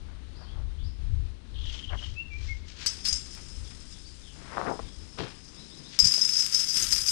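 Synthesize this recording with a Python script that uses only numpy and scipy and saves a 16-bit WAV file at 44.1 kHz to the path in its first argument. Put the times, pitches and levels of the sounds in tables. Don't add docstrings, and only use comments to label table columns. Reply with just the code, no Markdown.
import sys
import numpy as np
from scipy import signal
from scipy.io import wavfile
from scipy.ndimage import uniform_filter1d

SR = 44100
rng = np.random.default_rng(int(sys.argv[2]) if len(sys.argv) > 2 else 0)


def put_to_file(sound):
    columns = np.atleast_2d(sound).T
    safe = np.clip(columns, -1, 1)
    whole_steps = np.round(safe * 32767)
    wavfile.write(sys.argv[1], SR, whole_steps.astype(np.int16))


N = 313551
TIME_S = np.arange(N) / SR
CONTACT_S = 0.0007

# frequency in Hz, relative gain in dB.
AIR_SPECTRUM = [(59, -30.5), (100, -14), (128, -4), (299, -10), (684, -24.5), (1030, -24.5), (2370, -26.5),
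                (3970, -24.5), (8000, -39.5), (9800, -37), (10900, -72)]
RUMBLE_SPECTRUM = [(10, -13.5), (25, -1), (42, 0), (70, 2.5), (95, -6), (125, -22), (170, -38), (300, -41),
                   (800, -78)]
GUST_SPECTRUM = [(50, -44), (100, 18.5), (135, 4), (190, -15), (600, -87)]
# time in seconds, level in dB.
AIR_LEVELS = [(0, -56), (2.6, -57), (3.5, -55), (4.27, -58), (4.6, -49), (5.0, -56), (5.8, -53.5),
              (6.3, -58.5)]
BREEZE_LEVELS = [(0, -43), (1.4, -52), (3.7, -48.5), (5.4, -55), (6.2, -62.5), (7.1, -60)]
# peak time and half length in seconds, level in dB.
MIC_BUFFETS = [(0.64, 0.12, -34), (0.85, 0.074, -33), (1.146, 0.15, -29.5), (1.642, 0.12, -34),
               (1.936, 0.063, -33.5), (2.1, 0.073, -38), (2.472, 0.16, -36), (3.143, 0.024, -36),
               (3.604, 0.066, -38.5), (4.846, 0.044, -40.5), (5.002, 0.066, -44), (6.034, 0.012, -32.5),
               (6.92, 0.12, -45)]
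# start and length in seconds, level in dB, start and end pitch in Hz.
FAR_CHIRPS = [(0.332, .07, -50, 3900, 5470), (0.388, 0.076, -49.5, 5310, 3960),
              (0.445, 0.093, -50, 2910, 3640), (0.773, 0.044, -48, 2780, 3860),
              (0.822, 0.071, -47, 4270, 5480), (3.634, 0.048, -49, 3750, 3130),
              (3.905, 0.061, -47.5, 4000, 3090), (4.044, 0.046, -42.5, 4450, 4980),
              (4.209, 0.12, -47.5, 3870, 2620), (4.824, 0.084, -49, 3920, 3100),
              (5.552, 0.084, -46, 3420, 4400), (5.694, 0.066, -46, 3250, 4280),
              (5.833, 0.071, -44.5, 3450, 4270)]
# start and length in seconds, level in dB, start, middle and end pitch in Hz.
BIRD_WHISTLES = [(2.152, 0.072, -35, 2550, 2666, 2815), (2.294, 0.083, -39.5, 2440, 2326, 2450),
                 (2.475, 0.063, -35.5, 2100, 2183, 2100)]
# first and last onset in seconds, notes per second, first and last level in dB,
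# top pitch in Hz.
TRILL_RUNS = [(1.541, 1.678, 35, -43.5, -36, 3380), (1.725, 1.875, 20, -35.5, -35, 3260),
              (1.972, 2.024, 20, -34.5, -33.5, 3250)]
# peak time, rise and fall in seconds, level in dB, band centre in Hz.
SOIL_SCUFFS = [(0.1, .05, 0.12, -61.5, 895), (0.42, 0.038, 0.085, -56.5, 745),
               (0.57, .035, 0.069, -56, 650), (1.77, 0.062, 0.036, -61.5, 540),
               (1.935, 0.024, 0.018, -40, 784), (2.024, 0.0088, 0.022, -51, 940),
               (2.84, 0.065, 0.19, -55.5, 1700), (3.371, 0.0059, 0.036, -53.5, 1550),
               (3.713, 0.011, 0.014, -54, 1990), (4.551, 0.1, 0.039, -46, 950),
               (4.595, 0.045, 0.073, -36.5, 570), (4.685, 0.035, 0.017, -34, 650),
               (4.718, .025, 0.032, -34, 470), (4.715, .05, 0.025, -38.5, 194),
               (4.796, 0.0034, 0.005, -35, 590), (5.184, 0.004, 0.084, -41.5, 2070),
               (5.19, 0.0087, 0.053, -40, 705), (5.2, 0.012, 0.046, -35.5, 216)]
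# peak time and rise in seconds, level in dB.
LEAF_RUSTLES = [(1.731, 0.072, -49), (2.03, 0.064, -52), (2.47, 0.1, -52.5), (2.69, 0.022, -53),
                (2.826, 0.041, -43.5), (3.054, .012, -45), (4.57, 0.058, -60), (5.935, 0.021, -48)]
# time in seconds, peak level in dB, pitch in Hz.
CLOD_CRACKS = [(4.521, -35, 1010), (4.573, -20, 1040), (4.582, -17.5, 1010), (4.615, -20, 1070),
               (4.684, -29, 1360), (4.698, -26, 850), (4.7142, -23.5, 633), (4.794, -27.5, 830),
               (6.183, -37, 584)]
# peak time in seconds, level in dB.
FOOT_THUDS = [(5.2, -37), (6.039, -36)]
# frequency in Hz, relative level in dB, nominal T60 in seconds.
LINK_MODES = [(3250, -14, 0.02), (4720, -3, 0.053), (4818, 5.5, 0.03), (5084, 4, 0.19), (5262, 4.5, 0.14),
              (5560, -1, 0.11), (5960, -2, 0.056), (6160, -4, 0.12), (6370, -7.5, 0.088), (7080, -14, 0.17),
              (7550, -13, 0.12), (8720, -12, 0.12), (9400, -43, 0.029), (11800, -23, .05)]
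# frequency in Hz, relative gain in dB.
SCRAPE_SPECTRUM = [(200, 5.5), (800, -9.5), (1300, 2.5), (2400, 4.5), (3500, 7.5), (6000, 8.5), (9000, 6.5),
                   (10300, 0), (12400, -3), (15000, -15)]
# start in seconds, level in dB, pitch in Hz, T60 in seconds.
CLANK_OVERTONES = [(2.862, -47, 3100, 0.23), (2.862, -30, 7950, 0.082), (2.864, -22.5, 4630, 0.07),
                   (2.867, -28.5, 5980, 0.12), (3.126, -26, 6520, .07), (3.126, -39, 7560, 0.29),
                   (3.129, -35, 5010, 0.25)]
# start in seconds, peak level in dB, tick-to-ring ratio in dB, main partial in Hz.
CHAIN_CLINKS = [(2.861, -19.5, 0, 5090), (2.868, -19.5, -4.5, 5103), (2.875, -25.5, 3, 5222),
                (3.052, -20.5, -2.5, 4440), (3.074, -24, 15, 5760), (3.085, -18.5, -8, 5060),
                (3.127, -18.5, -11, 4940), (3.157, -26, -11, 5060), (3.349, -37.5, 11, 5130),
                (5.9897, -10, -3.5, 5190), (5.999, -8.5, -15, 4810), (6.0445, -11, -17, 4920),
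                (6.0537, -14.5, -6, 5000), (6.069, -22, -20, 4900), (6.119, -18.5, -14, 5130),
                (6.1389, -15, -5.5, 4855), (6.2125, -14.5, -28, 5170), (6.248, -17, -14, 5080),
                (6.2906, -19.5, -1, 5120), (6.366, -17, -14, 5140), (6.3949, -16.5, -10, 5150),
                (6.405, -19, -16, 5250), (6.463, -22.5, 5, 5380), (6.543, -17, -10, 5220),
                (6.602, -22, -1, 5320), (6.642, -22, -10, 5090), (6.77, -18.5, -5, 5160),
                (6.824, -16.5, -6, 6450), (6.907, -26, 6, 4830), (6.925, -17.5, 2, 5020),
                (6.961, -19, 6.5, 5280), (7.0843, -16, -8, 4790)]
# time in seconds, relative ring and scrape levels in dB.
DRAG_LEVELS = [(2.87, -36, -50.5), (3.034, -46.5, -63), (3.055, -26.5, -44), (3.16, -35.5, -50),
               (3.23, -46, -58.5), (4.25, -55.5, -63), (5.971, -49, -65.5)]
# peak time and half length in seconds, ring level in dB.
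CHAIN_SWAYS = [(3.32, 0.049, -53), (3.485, 0.088, -57), (3.92, 0.034, -53), (4.715, 0.038, -54),
               (5.68, 0.098, -59.5)]
# peak time and half length in seconds, relative ring and scrape levels in dB.
CHAIN_JERKS = [(6.067, 0.062, -28, -45), (6.16, 0.12, -31.5, -46), (6.392, 0.078, -27, -45.5),
               (6.556, 0.034, -26.5, -42), (6.613, 0.039, -28, -44), (6.709, 0.041, -26.5, -54),
               (6.769, 0.031, -25.5, -40), (6.824, 0.065, -30, -38), (6.929, 0.021, -23, -38.5),
               (6.993, 0.046, -28, -42.5), (7.102, 0.043, -24.5, -42.5)]


def amp(db):
    return 10 ** (np.asarray(db) / 20)


def unit_rms(x):
    return x / np.sqrt(np.mean(x ** 2) + 1e-20)


def unit_peak(x):
    return x / (abs(x).max() + 1e-20)


def steady(x, span_s):
    size = max(int(span_s * SR), 8)
    power = uniform_filter1d(uniform_filter1d(x ** 2, size), size)
    return x / np.sqrt(abs(power) + 1e-12)


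def low_pass(x, hz, order):
    return signal.sosfilt(signal.butter(order, hz, fs=SR, output="sos"), x)


def high_pass(x, hz, order):
    return signal.sosfilt(signal.butter(order, hz, "high", fs=SR, output="sos"), x)


def colour(x, spectrum):
    hz, db = np.transpose(spectrum)
    grid_hz = abs(np.fft.fftfreq(8192, 1 / SR))
    log_gain = np.log(amp(np.interp(np.log(grid_hz + 1), np.log(hz), db)))
    taps = np.fft.ifft(np.exp(np.conj(signal.hilbert(log_gain)))).real
    return signal.oaconvolve(x, taps[:len(grid_hz) // 2])[:len(x)]


def flutter(n, per_s):
    return unit_rms(signal.resample(rng.standard_normal(int(n * per_s / SR) + 2), n))


def grains(n, per_s, spread_db):
    size = amp(spread_db * np.minimum(rng.exponential(1, n), 4))
    return size * rng.choice([-1., 1.], n) * (rng.random(n) < per_s / SR)


def swells(t, rows, bed_db):
    power = sum((amp(db) * np.exp(-((t - peak_s) / half_s) ** 2)) ** 2 for peak_s, half_s, db in rows)
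    return np.sqrt(amp(bed_db) ** 2 + power)


def add(mix, start_s, sound):
    part = mix[max(round(start_s * SR), 0):][:len(sound)]
    part += sound[:len(part)]


def play(source, rows):
    mix = np.zeros(N)
    for row in rows:
        add(mix, *source(*row))
    return mix


def forest_air():
    level_db = np.interp(TIME_S, *np.transpose(AIR_LEVELS)) + flutter(N, per_s=15)
    return amp(level_db) * unit_rms(colour(rng.standard_normal(N), AIR_SPECTRUM))


def mic_wind(gust_db=-6):
    force = swells(TIME_S, MIC_BUFFETS, np.interp(TIME_S, *np.transpose(BREEZE_LEVELS)))
    rumble = steady(colour(rng.standard_normal(N), RUMBLE_SPECTRUM), span_s=0.035)
    gust = steady(colour(rng.standard_normal(N), GUST_SPECTRUM), span_s=0.063)
    return force * (rumble + amp(gust_db) * (force / force.max()) ** 1.95 * gust)


def forest_echo(x, t60_s):
    t = TIME_S[:SR]
    tail = grains(SR, per_s=2500, spread_db=2) * amp(-60 * t / t60_s) * (t > 0.006)
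    return signal.oaconvolve(x, tail / np.linalg.norm(tail))[:N]


def jitter(n):
    return unit_rms(uniform_filter1d(rng.standard_normal(n), 24))


def chirp(start_s, length_s, db, start_hz, end_hz):
    return whistle(start_s, length_s, db, start_hz, (start_hz + end_hz) / 2, end_hz, skew=1, rasp=0.052)


def whistle(start_s, length_s, db, start_hz, middle_hz, end_hz, skew=1.5, rasp=0.0031):
    u = np.linspace(0, 1, int(length_s * SR))
    glide_hz = np.polyval(np.polyfit([0, 0.5, 1], [start_hz, middle_hz, end_hz], 2), u)
    hz = glide_hz * (1 + rasp * jitter(len(u)))
    return start_s, amp(db) * np.sin(np.pi * u ** skew) * np.sin(2 * np.pi * np.cumsum(hz) / SR)


def trill_note(start_s, db, top_hz, length_s=0.028):
    u = np.linspace(0, 1, int(length_s * SR))
    rasp = np.interp(start_s, [1.6, 1.85], [0.115, 0.04])
    arch = 1 - 0.179 * ((u - 0.42) / 0.57) ** 2
    hz = top_hz * (arch + rasp * jitter(len(u)))
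    dip = 1 - 0.85 * np.exp(-((u - 0.38) / 0.24) ** 2)
    envelope = abs(np.sin(np.pi * u)) ** 0.5 * dip
    return start_s, amp(db) * envelope * np.sin(2 * np.pi * np.cumsum(hz) / SR)


def bird_trill(throat_hz=2860):
    notes = []
    for first_s, last_s, per_s, first_db, last_db, top_hz in TRILL_RUNS:
        for u in np.linspace(0, 1, round((last_s - first_s) * per_s) + 1):
            notes.append((first_s + u * (last_s - first_s), first_db + u * (last_db - first_db), top_hz))
    return high_pass(play(trill_note, notes), throat_hz, order=8)


def crush(peak_s, rise_s, fall_s, db, low_hz, high_hz, per_s=3500, order=5):
    t = np.arange(-2 * rise_s, 3 * fall_s, 1 / SR)
    crunch = high_pass(grains(len(t), per_s, spread_db=0), low_hz, order=2)
    crunch = steady(low_pass(crunch, high_hz, order), span_s=0.28)
    stroke = np.exp(-abs(t / np.where(t < 0, rise_s, fall_s)) ** 1.12)
    clumps = amp(1.6 * flutter(len(t), per_s=150))
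    return peak_s + t[0], amp(db) * stroke * clumps * crunch


def scuff(peak_s, rise_s, fall_s, db, centre_hz):
    return crush(peak_s, rise_s, fall_s, db, centre_hz / 2.13, centre_hz * 2.13, per_s=1100, order=4)


def rustle(peak_s, rise_s, db):
    return crush(peak_s, rise_s, fall_s=0.11, db=db, low_hz=1930, high_hz=5960)


def crack(at_s, db, hz, width_cycles=0.53):
    cycles = hz * np.arange(SR // 50) / SR
    envelope = cycles ** 2 * np.exp(-2 * cycles / width_cycles)
    return at_s - 1 / hz, amp(db) * unit_peak(envelope * np.sin(2 * np.pi * cycles))


def thud(peak_s, db):
    return crush(peak_s, rise_s=0.00577, fall_s=0.037, db=db, low_hz=77.6, high_hz=149)


def link_tone(start_s, db, hz, t60_s):
    t = TIME_S[:SR // 2]
    envelope = amp(db - 60 * t / t60_s) * (1 - np.exp(-t / CONTACT_S))
    return start_s, envelope * np.sin(2 * np.pi * hz * t)


def link_ring(hits, damping, uneven_db=5.5, main_hz=5100):
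    hz, db, t60_s = np.transpose(LINK_MODES)[:, :, None]
    offset, emphasis, phase = rng.standard_normal((3, len(LINK_MODES), 1))
    t = TIME_S[:SR // 5]
    detune = (0.011 + 0.025 * abs(np.log(hz / main_hz))) * offset
    envelopes = amp(db + uneven_db * emphasis - 60 * t * damping / t60_s)
    modes = envelopes * np.sin(2 * np.pi * (hz * (1 + detune) * t + phase))
    ring = modes.sum(0) * (1 - np.exp(-t / CONTACT_S))
    return signal.oaconvolve(hits, unit_rms(ring))[:len(hits)]


def clink(start_s, db, tick_db, partial_hz, bounce_s=0.003):
    t = TIME_S[:SR // 2]
    hits = 0.25 * grains(len(t), per_s=700, spread_db=1) * np.exp(-t / bounce_s)
    hits[0] = 1
    _, partial = link_tone(start_s, db=-3, hz=partial_hz, t60_s=0.088)
    ring = unit_peak(unit_peak(link_ring(hits, damping=1)) + partial)
    burst = rng.standard_normal(len(t)) * np.exp(-t / 0.004)
    tick = unit_peak(low_pass(colour(burst, SCRAPE_SPECTRUM), 13400, order=20))
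    return start_s, amp(db) * unit_peak(ring + amp(tick_db) * tick)


def rattle(ring_gain, scrape_gain, top_hz, hits_per_s, damping, links=20, slide_s=0.0028, even_s=0.054):
    n = len(ring_gain)
    hits = [grains(n, hits_per_s, spread_db=3) for _ in range(links)]
    ring = steady(sum(link_ring(link_hits, damping) for link_hits in hits), even_s)
    contact = signal.lfilter([1], [1, -np.exp(-1 / (slide_s * SR))], abs(sum(hits)))
    grit = colour((2.2 + unit_rms(contact)) * rng.standard_normal(n), SCRAPE_SPECTRUM)
    scrape = steady(low_pass(grit, top_hz, order=20), even_s)
    flicker = amp(1.2 * flutter(n, per_s=22))
    return ring_gain * flicker * ring + scrape_gain * scrape


def chain_drag():
    times_s, ring_db, scrape_db = np.transpose(DRAG_LEVELS)
    t = np.arange(times_s[0], times_s[-1], 1 / SR)
    ring_gain = swells(t, CHAIN_SWAYS, np.interp(t, times_s, ring_db) - 6.5)
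    sway_scrapes = [(peak_s, half_s, db - 7) for peak_s, half_s, db in CHAIN_SWAYS]
    scrape_gain = swells(t, sway_scrapes, np.interp(t, times_s, scrape_db) + 3)
    return t[0], rattle(ring_gain, scrape_gain, top_hz=10400, hits_per_s=12, damping=0.6)


def chain_shake(start_s=6.0, brighten_s=(6.44, 6.95), bright_hz=8050):
    t = TIME_S[TIME_S >= start_s]
    peak_s, half_s, ring_db, scrape_db = np.transpose(CHAIN_JERKS)
    ring_gain = swells(t, zip(peak_s, half_s, ring_db - 1), bed_db=-43)
    scrape_gain = swells(t, zip(peak_s, half_s, scrape_db + 3), bed_db=-43.5)
    jingle = rattle(ring_gain, scrape_gain, top_hz=12700, hits_per_s=13, damping=1.2)
    return t[0], jingle + np.interp(t, brighten_s, [0, 1]) * high_pass(jingle, bright_hz, order=2)


def scene():
    chain = play(clink, CHAIN_CLINKS) + play(link_tone, CLANK_OVERTONES)
    add(chain, *chain_drag())
    add(chain, *chain_shake())
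    feet = play(scuff, SOIL_SCUFFS) + play(rustle, LEAF_RUSTLES)
    feet += play(crack, CLOD_CRACKS) + play(thud, FOOT_THUDS)
    whistles, chirps, trill = play(whistle, BIRD_WHISTLES), play(chirp, FAR_CHIRPS), bird_trill()
    mono = chain + amp(-16) * forest_echo(chain, t60_s=0.5)
    mono += feet + amp(-22) * forest_echo(feet, t60_s=0.5)
    mono += whistles + amp(-5.5) * forest_echo(whistles, t60_s=0.39)
    mono += trill + amp(-4.5) * forest_echo(trill, t60_s=0.34)
    mono += 0.32 * chirps + 0.42 * forest_echo(chirps, t60_s=0.36)
    mono += mic_wind() + forest_air()
    return np.array([mono, mono])


def record(dry, gain_db=6, ceiling=0.85, edge_hz=14600):
    channel_gains = np.array([[1], [1e-5]])
    clipped = np.clip(amp(gain_db) * dry * channel_gains, -ceiling, ceiling)
    taps = signal.firwin(511, edge_hz, window=("kaiser", 9), fs=SR)
    return signal.oaconvolve(clipped, taps[None], "same")


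dry = scene()
out = record(dry)
put_to_file(out)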